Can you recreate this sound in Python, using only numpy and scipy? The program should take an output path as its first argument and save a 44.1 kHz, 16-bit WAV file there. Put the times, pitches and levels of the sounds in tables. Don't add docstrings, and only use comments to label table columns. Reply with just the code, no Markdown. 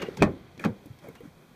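import sys
import numpy as np
from scipy import signal
from scipy.fft import rfft, irfft, next_fast_len
from scipy.io import wavfile
from scipy.ndimage import uniform_filter1d

SR = 44100
rng = np.random.default_rng(int(sys.argv[2]) if len(sys.argv) > 2 else 0)


def materialize(psi):
    bounded = np.clip(np.atleast_2d(psi).T, -1, 1)
    quanta = np.round(bounded * 32767).astype(np.int16)
    wavfile.write(sys.argv[1], SR, quanta)


N = 68355
TIME_S = np.arange(N) / SR
BANDS_HZ = 28 * 2 ** (np.arange(19) / 2)

# frequency in Hz, level in dB per half octave.
AIR_SPECTRUM = [(28, -67), (60, -76), (150, -65.5), (400, -69), (1000, -72), (2000, -74.5), (3500, -71.5),
                (7000, -77), (14000, -75.5)]
# time in seconds, gain of lows and mids in dB, gain of hiss in dB.
AIR_GAINS = [(0, 10, 5.5), (.45, 5, -3), (.85, 2.5, 0.6), (1.55, 0, 0.1)]
# start, peak and end in seconds, gain in dB.
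RUSTLE_STROKES = [(1.01, 1.038, 1.194, -53), (1.2, 1.255, 1.31, -57), (1.28, 1.40, 1.74, -63.5)]
HANDLE_STROKES = [(-.06, 0.015, 0.13, -44.5), (.08, 0.15, 0.16, -53.5), (.175, .21, 0.294, -44)]
HINGE_STROKES = [(.585, .612, 0.718, -50.5)]
# frequency in Hz, level in dB per half octave.
RUSTLE_SPECTRUM = [(60, -31), (170, 0), (480, -8.5), (750, -10), (1400, -8), (3000, -14.5), (6000, -18.5),
                   (15000, -22)]
HANDLE_SPECTRUM = [(60, -35), (160, -17), (420, 8), (800, -24), (1500, -4), (3000, -10.5), (6000, -16.5),
                   (15000, -82)]
HINGE_SPECTRUM = [(60, -40), (160, -3), (420, 5), (900, -18), (1800, 2), (3000, -15), (6000, -12.5),
                  (15000, -20)]
# start in seconds, pitch in Hz, level in dB, rise in seconds.
BUMPS = [(.030, 170, -32, 0.0041), (.031, 420, -25, 0.0024), (0.086, 433, -24, 0.002),
         (.172, 865, -35.5, 0.002), (0.188, 157, -31.5, 0.011), (.205, 76.6, -22.5, 0.0028),
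         (0.696, 109.6, -31, 0.0091), (.858, 233, -35.5, 0.00067), (0.901, 114.7, -35.5, 0.0064),
         (1.089, 181, -40.5, 0.0038), (1.205, 474, -42, 0.0052), (1.234, 208, -39, 0.002),
         (1.251, 251, -38, 0.0045), (1.274, 161, -43.5, 0.005)]
CLICK_POINTS_HZ = [250, 1300, 2500, 6000, 13000]
# start in seconds, five levels in dB, T60 in seconds at the second frequency.
CLICKS = [(0.0186, -40.5, -46.5, -48, -42, -65.5, 0.12), (.023, -69, -50, -46.5, -56, -52.5, 0.073),
          (0.0859, -39, -72, -47.5, -52, -74, 0.015), (0.1703, -58, -62, -46.5, -45, -57, 0.03),
          (0.173, -48, -60.5, -54, -51, -62, 0.16), (0.2228, -47, -19.5, -24.5, -26, -39, 0.0088),
          (0.229, -27, -43, -35.5, -41, -58, 0.05), (0.577, -48, -78, -57, -56, -72, 0.045),
          (0.5961, -56, -53.5, -42, -49.5, -57, 0.034), (0.64, -76, -24.5, -31, -48, -58, 0.029),
          (0.6473, -34, -69, -35.5, -45.5, -46.5, 0.058), (0.656, -31.5, -32, -36, -69, -70, 0.03),
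          (.858, -48.5, -81, -67, -67, -57, 0.11), (0.988, -88, -80, -60, -64.5, -70, 0.098),
          (1.086, -46, -76, -76, -65, -48.5, 0.046), (1.1524, -74, -56, -58.5, -59, -65, 0.11),
          (1.205, -50.5, -65, -62, -80, -59, 0.082)]
# start and length in seconds, first and last pitch in Hz, level in dB.
SQUEAKS = [(-.008, 0.069, 2880, 2824, -36.5), (.058, 0.029, 2860, 2810, -42),
           (.198, 0.072, 2530, 2550, -40.5), (.594, 0.0086, 2400, 2220, -40),
           (0.597, 0.019, 1694, 1780, -46), (1.078, 0.019, 2250, 2130, -55),
           (1.151, 0.055, 2880, 2790, -57)]
CREAKS = [(1.028, 0.055, 545, 610, -47), (1.056, 0.063, 488.5, 445, -42)]
CREAK_OVERTONES_DB = [-24, -31]
# frequency in Hz, level in dB per half octave, T60 in seconds.
RATTLE_SPECTRUM = [(50.3, -34.5, 0.16), (157, -35, 0.26), (360, -34.5, 0.39), (664, -36.5, 0.18),
                   (1110, -37, 0.2), (1730, -41, 0.17), (2330, -52, 0.22), (3000, -40, 0.11),
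                   (5700, -39, 0.069), (8700, -47.5, 0.089), (15000, -54, 0.045)]
# start in seconds, gain in dB, low and high corner in Hz.
RATTLE_JOLTS = [(0.2233, 5, 39.6, 14000), (0.649, -3.5, 258, 5600)]
# frequency in Hz, level in dB, T60 in seconds.
HANDLE_MODES = [(730, -43, 0.11), (1257, -36, 0.089), (2217, -31.5, 0.028)]
STAY_MODES = [(168.3, -13, 0.079), (198.8, -31.5, 0.26), (227.7, -12, 0.12), (280, -24.5, 0.099),
              (385, -30, 0.12), (461.4, -30, 0.17), (495, -22.5, 0.12), (797.4, -18, 0.074),
              (2495, -23.5, 0.06)]
LATCH_MODES = [(1016, 0.5, 0.0036), (1807, -26.5, 0.13), (1927, -34, 0.14), (2340, -7.5, 0.018),
               (2490, -25.5, 0.053), (3360, -42, 0.033), (3542, -18, 0.04), (6700, -44, 0.019)]
SHELL_MODES = [(68.4, -33, 0.23), (94.7, -31, 0.29), (153.4, -23.5, 0.23), (173.7, -23.5, 0.18),
               (216, -20.5, 0.14), (307, -15, 0.14), (378.9, -14, 0.11), (400, -16.5, 0.085),
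               (496.4, -31, 0.18), (604.2, -13, 0.093), (646, -18, 0.099), (802.0, -16, 0.09),
               (904, -30, 0.18), (1040, -27, 0.19), (1120, -23.5, 0.12), (1180, -35, 0.22)]
# start in seconds, strength in dB, contact time in milliseconds.
HANDLE_BLOWS = [(0.0195, 0.5, 0.07)]
STAY_BLOWS = [(0.6482, -8, 0.16), (0.6566, -0.8, 1.67), (0.6611, -1.5, 4.3), (0.6672, -1.5, 1.56)]
LATCH_BLOWS = [(0.223, 0, 0.25), (0.2313, -12, .25)]
SHELL_BLOWS = [(0.2184, 6, 1.805), (0.2235, -1.5, 0.083), (0.2315, -10.5, 0.45), (0.2725, -16.5, 1.1),
               (0.293, -12, 1.62)]
# frequency in Hz, gain in dB.
MIC_RESPONSE = [(2100, -1), (2540, 1.5), (2600, -4.5), (2950, -10.5), (3150, -1), (4100, -4.5), (7400, -3),
                (8000, -4.5), (12500, -2.5)]


def amp(db):
    return 10 ** (np.asarray(db) / 20)


def by_band(spectrum, column=1):
    rows = np.array(spectrum, float)
    return np.interp(np.log(BANDS_HZ), np.log(rows[:, 0]), rows[:, column])[:, None]


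def band_noise():
    hz = np.arange(N // 2 + 1) * SR / N + 1e-9
    windows = np.cos(np.pi / 2 * np.clip(2 * np.log2(hz / BANDS_HZ[:, None]), -1, 1))
    bands = irfft(windows * rfft(rng.standard_normal(N)), N)
    return bands / bands.std(axis=1, keepdims=True)


def wander(rate_hz):
    width = max(int(SR / rate_hz), 2)
    curve = uniform_filter1d(uniform_filter1d(rng.standard_normal(N), width), width)
    return curve / curve.std()


def decay(start_s, t60_s):
    return (TIME_S >= start_s) * np.exp(-np.log(1000) * np.maximum(TIME_S - start_s, 0) / t60_s)


def low_cut(sound, hz):
    return signal.sosfilt(signal.butter(2, hz, "high", fs=SR, output="sos"), sound)


def resonate(modes, force):
    ring = np.zeros(N)
    for hz, db, t60_s in modes:
        phase = 2 * np.pi * hz * TIME_S
        ring += amp(db) * np.sin(phase + np.pi / 4) * (1 - np.exp(-phase)) * decay(0, t60_s)
    return signal.fftconvolve(force, ring)[:N]


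def strike(modes, blows):
    force = np.zeros(N)
    for start_s, db, contact_ms in blows:
        contact_samples = max(contact_ms * SR / 1000, 2)
        push = np.sin(np.pi * np.clip((TIME_S - start_s) * SR / contact_samples, 0, 1))
        force += amp(db) * push / push.sum()
    return resonate(modes, force)


def air(hiss_hz=5000, bass_waver_db=3.5, waver_rate_hz=21):
    low_share = 1 / (1 + (BANDS_HZ[:, None] / hiss_hz) ** 4)
    times_s, low_db, hiss_db = np.array(AIR_GAINS).T
    gain_db = low_share * np.interp(TIME_S, times_s, low_db)
    gain_db += (1 - low_share) * np.interp(TIME_S, times_s, hiss_db)
    depth_db = bass_waver_db / (1 + BANDS_HZ[:, None] / 1000)
    waver_db = depth_db * np.array([wander(waver_rate_hz) for _ in BANDS_HZ])
    return (band_noise() * amp(by_band(AIR_SPECTRUM) + gain_db + waver_db)).sum(0)


def friction(strokes, spectrum, grain_db=0.5, grain_rate_hz=78):
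    effort = sum(amp(db) * np.interp(TIME_S, times_s, [0, 1, 0]) for *times_s, db in strokes)
    grain = amp(-grain_db * wander(grain_rate_hz))
    return effort * grain * (band_noise() * amp(by_band(spectrum))).sum(0)


def bumps(shell_relative_db=-10):
    pulses = np.zeros(N)
    for start_s, hz, db, rise_s in BUMPS:
        age_s = np.maximum(TIME_S - start_s, 0)
        envelope = age_s / rise_s * np.exp(1 - age_s / rise_s)
        pulses += amp(db) * envelope * np.sin(2 * np.pi * hz * age_s)
    shell = resonate(SHELL_MODES, pulses)
    return pulses + amp(shell_relative_db) * shell * pulses.std() / shell.std()


def clicks(attack_s=0.00053, damping_exponent=0.47):
    noise, out = band_noise(), np.zeros(N)
    t60_scale = (BANDS_HZ[:, None] / CLICK_POINTS_HZ[1]) ** -damping_exponent
    bass_rolloff = np.minimum(BANDS_HZ[:, None] / CLICK_POINTS_HZ[0], 1) ** 2
    for start_s, *levels_db, t60_s in CLICKS:
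        colour = amp(by_band(list(zip(CLICK_POINTS_HZ, levels_db)))) * bass_rolloff
        span = (TIME_S >= start_s) & (TIME_S < start_s + 2 * t60_s)
        age_s = TIME_S[span] - start_s
        rise = np.minimum(age_s / attack_s, 1)
        fall = np.exp(-np.log(1000) * np.maximum(age_s - attack_s, 0) / (t60_s * t60_scale))
        out[span] += (colour * noise[:, span] * rise * fall).sum(0)
    return out


def squeaks(glides, overtones_db=(), pitch_spread_hz=42, level_spread_db=4, waver_rate_hz=380):
    out = np.zeros(N)
    waver_hz = pitch_spread_hz * wander(waver_rate_hz)
    flutter_db = level_spread_db * wander(waver_rate_hz)
    for start_s, length_s, from_hz, to_hz, db in glides:
        progress = np.clip((TIME_S - start_s) / length_s, 0, 1)
        pitch_hz = from_hz + (to_hz - from_hz) * progress + waver_hz
        phase = 2 * np.pi * np.cumsum(pitch_hz) / SR
        tone = sum(gain * np.sin(k * phase) for k, gain in enumerate(amp([0, *overtones_db]), 1))
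        out += amp(db + flutter_db) * np.sin(np.pi * progress) * tone
    return out


def rattle():
    noise = band_noise() * amp(by_band(RATTLE_SPECTRUM))
    t60_s = by_band(RATTLE_SPECTRUM, column=2)
    hz, out = BANDS_HZ[:, None], np.zeros(N)
    for start_s, db, low_hz, high_hz in RATTLE_JOLTS:
        passband = 1 / np.sqrt((1 + (low_hz / hz) ** 4) * (1 + (hz / high_hz) ** 4))
        out += amp(db) * (passband * noise * decay(start_s, t60_s)).sum(0)
    return out


def handle():
    return friction(HANDLE_STROKES, HANDLE_SPECTRUM) + strike(HANDLE_MODES, HANDLE_BLOWS)


def hinge():
    stay_clunk = low_cut(strike(STAY_MODES, STAY_BLOWS), hz=163)
    return friction(HINGE_STROKES, HINGE_SPECTRUM) + stay_clunk + squeaks(CREAKS, CREAK_OVERTONES_DB)


def latch_clunk():
    return strike(LATCH_MODES, LATCH_BLOWS) + strike(SHELL_MODES, SHELL_BLOWS)


def scene():
    mechanism = handle() + latch_clunk() + hinge()
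    small_sounds = clicks() + bumps() + squeaks(SQUEAKS) + friction(RUSTLE_STROKES, RUSTLE_SPECTRUM)
    return (mechanism + small_sounds + rattle() + air())[None]


def record(dry):
    low_cut_hz, high_cut_hz = 52, 15250
    size = next_fast_len(2 * N)
    hz = np.arange(size // 2 + 1) * SR / size
    response = amp(np.interp(hz, *np.array(MIC_RESPONSE).T))
    coloured = irfft(rfft(dry, size) * response, size)[:, :N]
    high_cut = signal.ellip(10, .2, 70, high_cut_hz, fs=SR, output="sos")
    return signal.sosfilt(high_cut, low_cut(coloured, low_cut_hz))


dry = scene()
out = record(dry)
materialize(out)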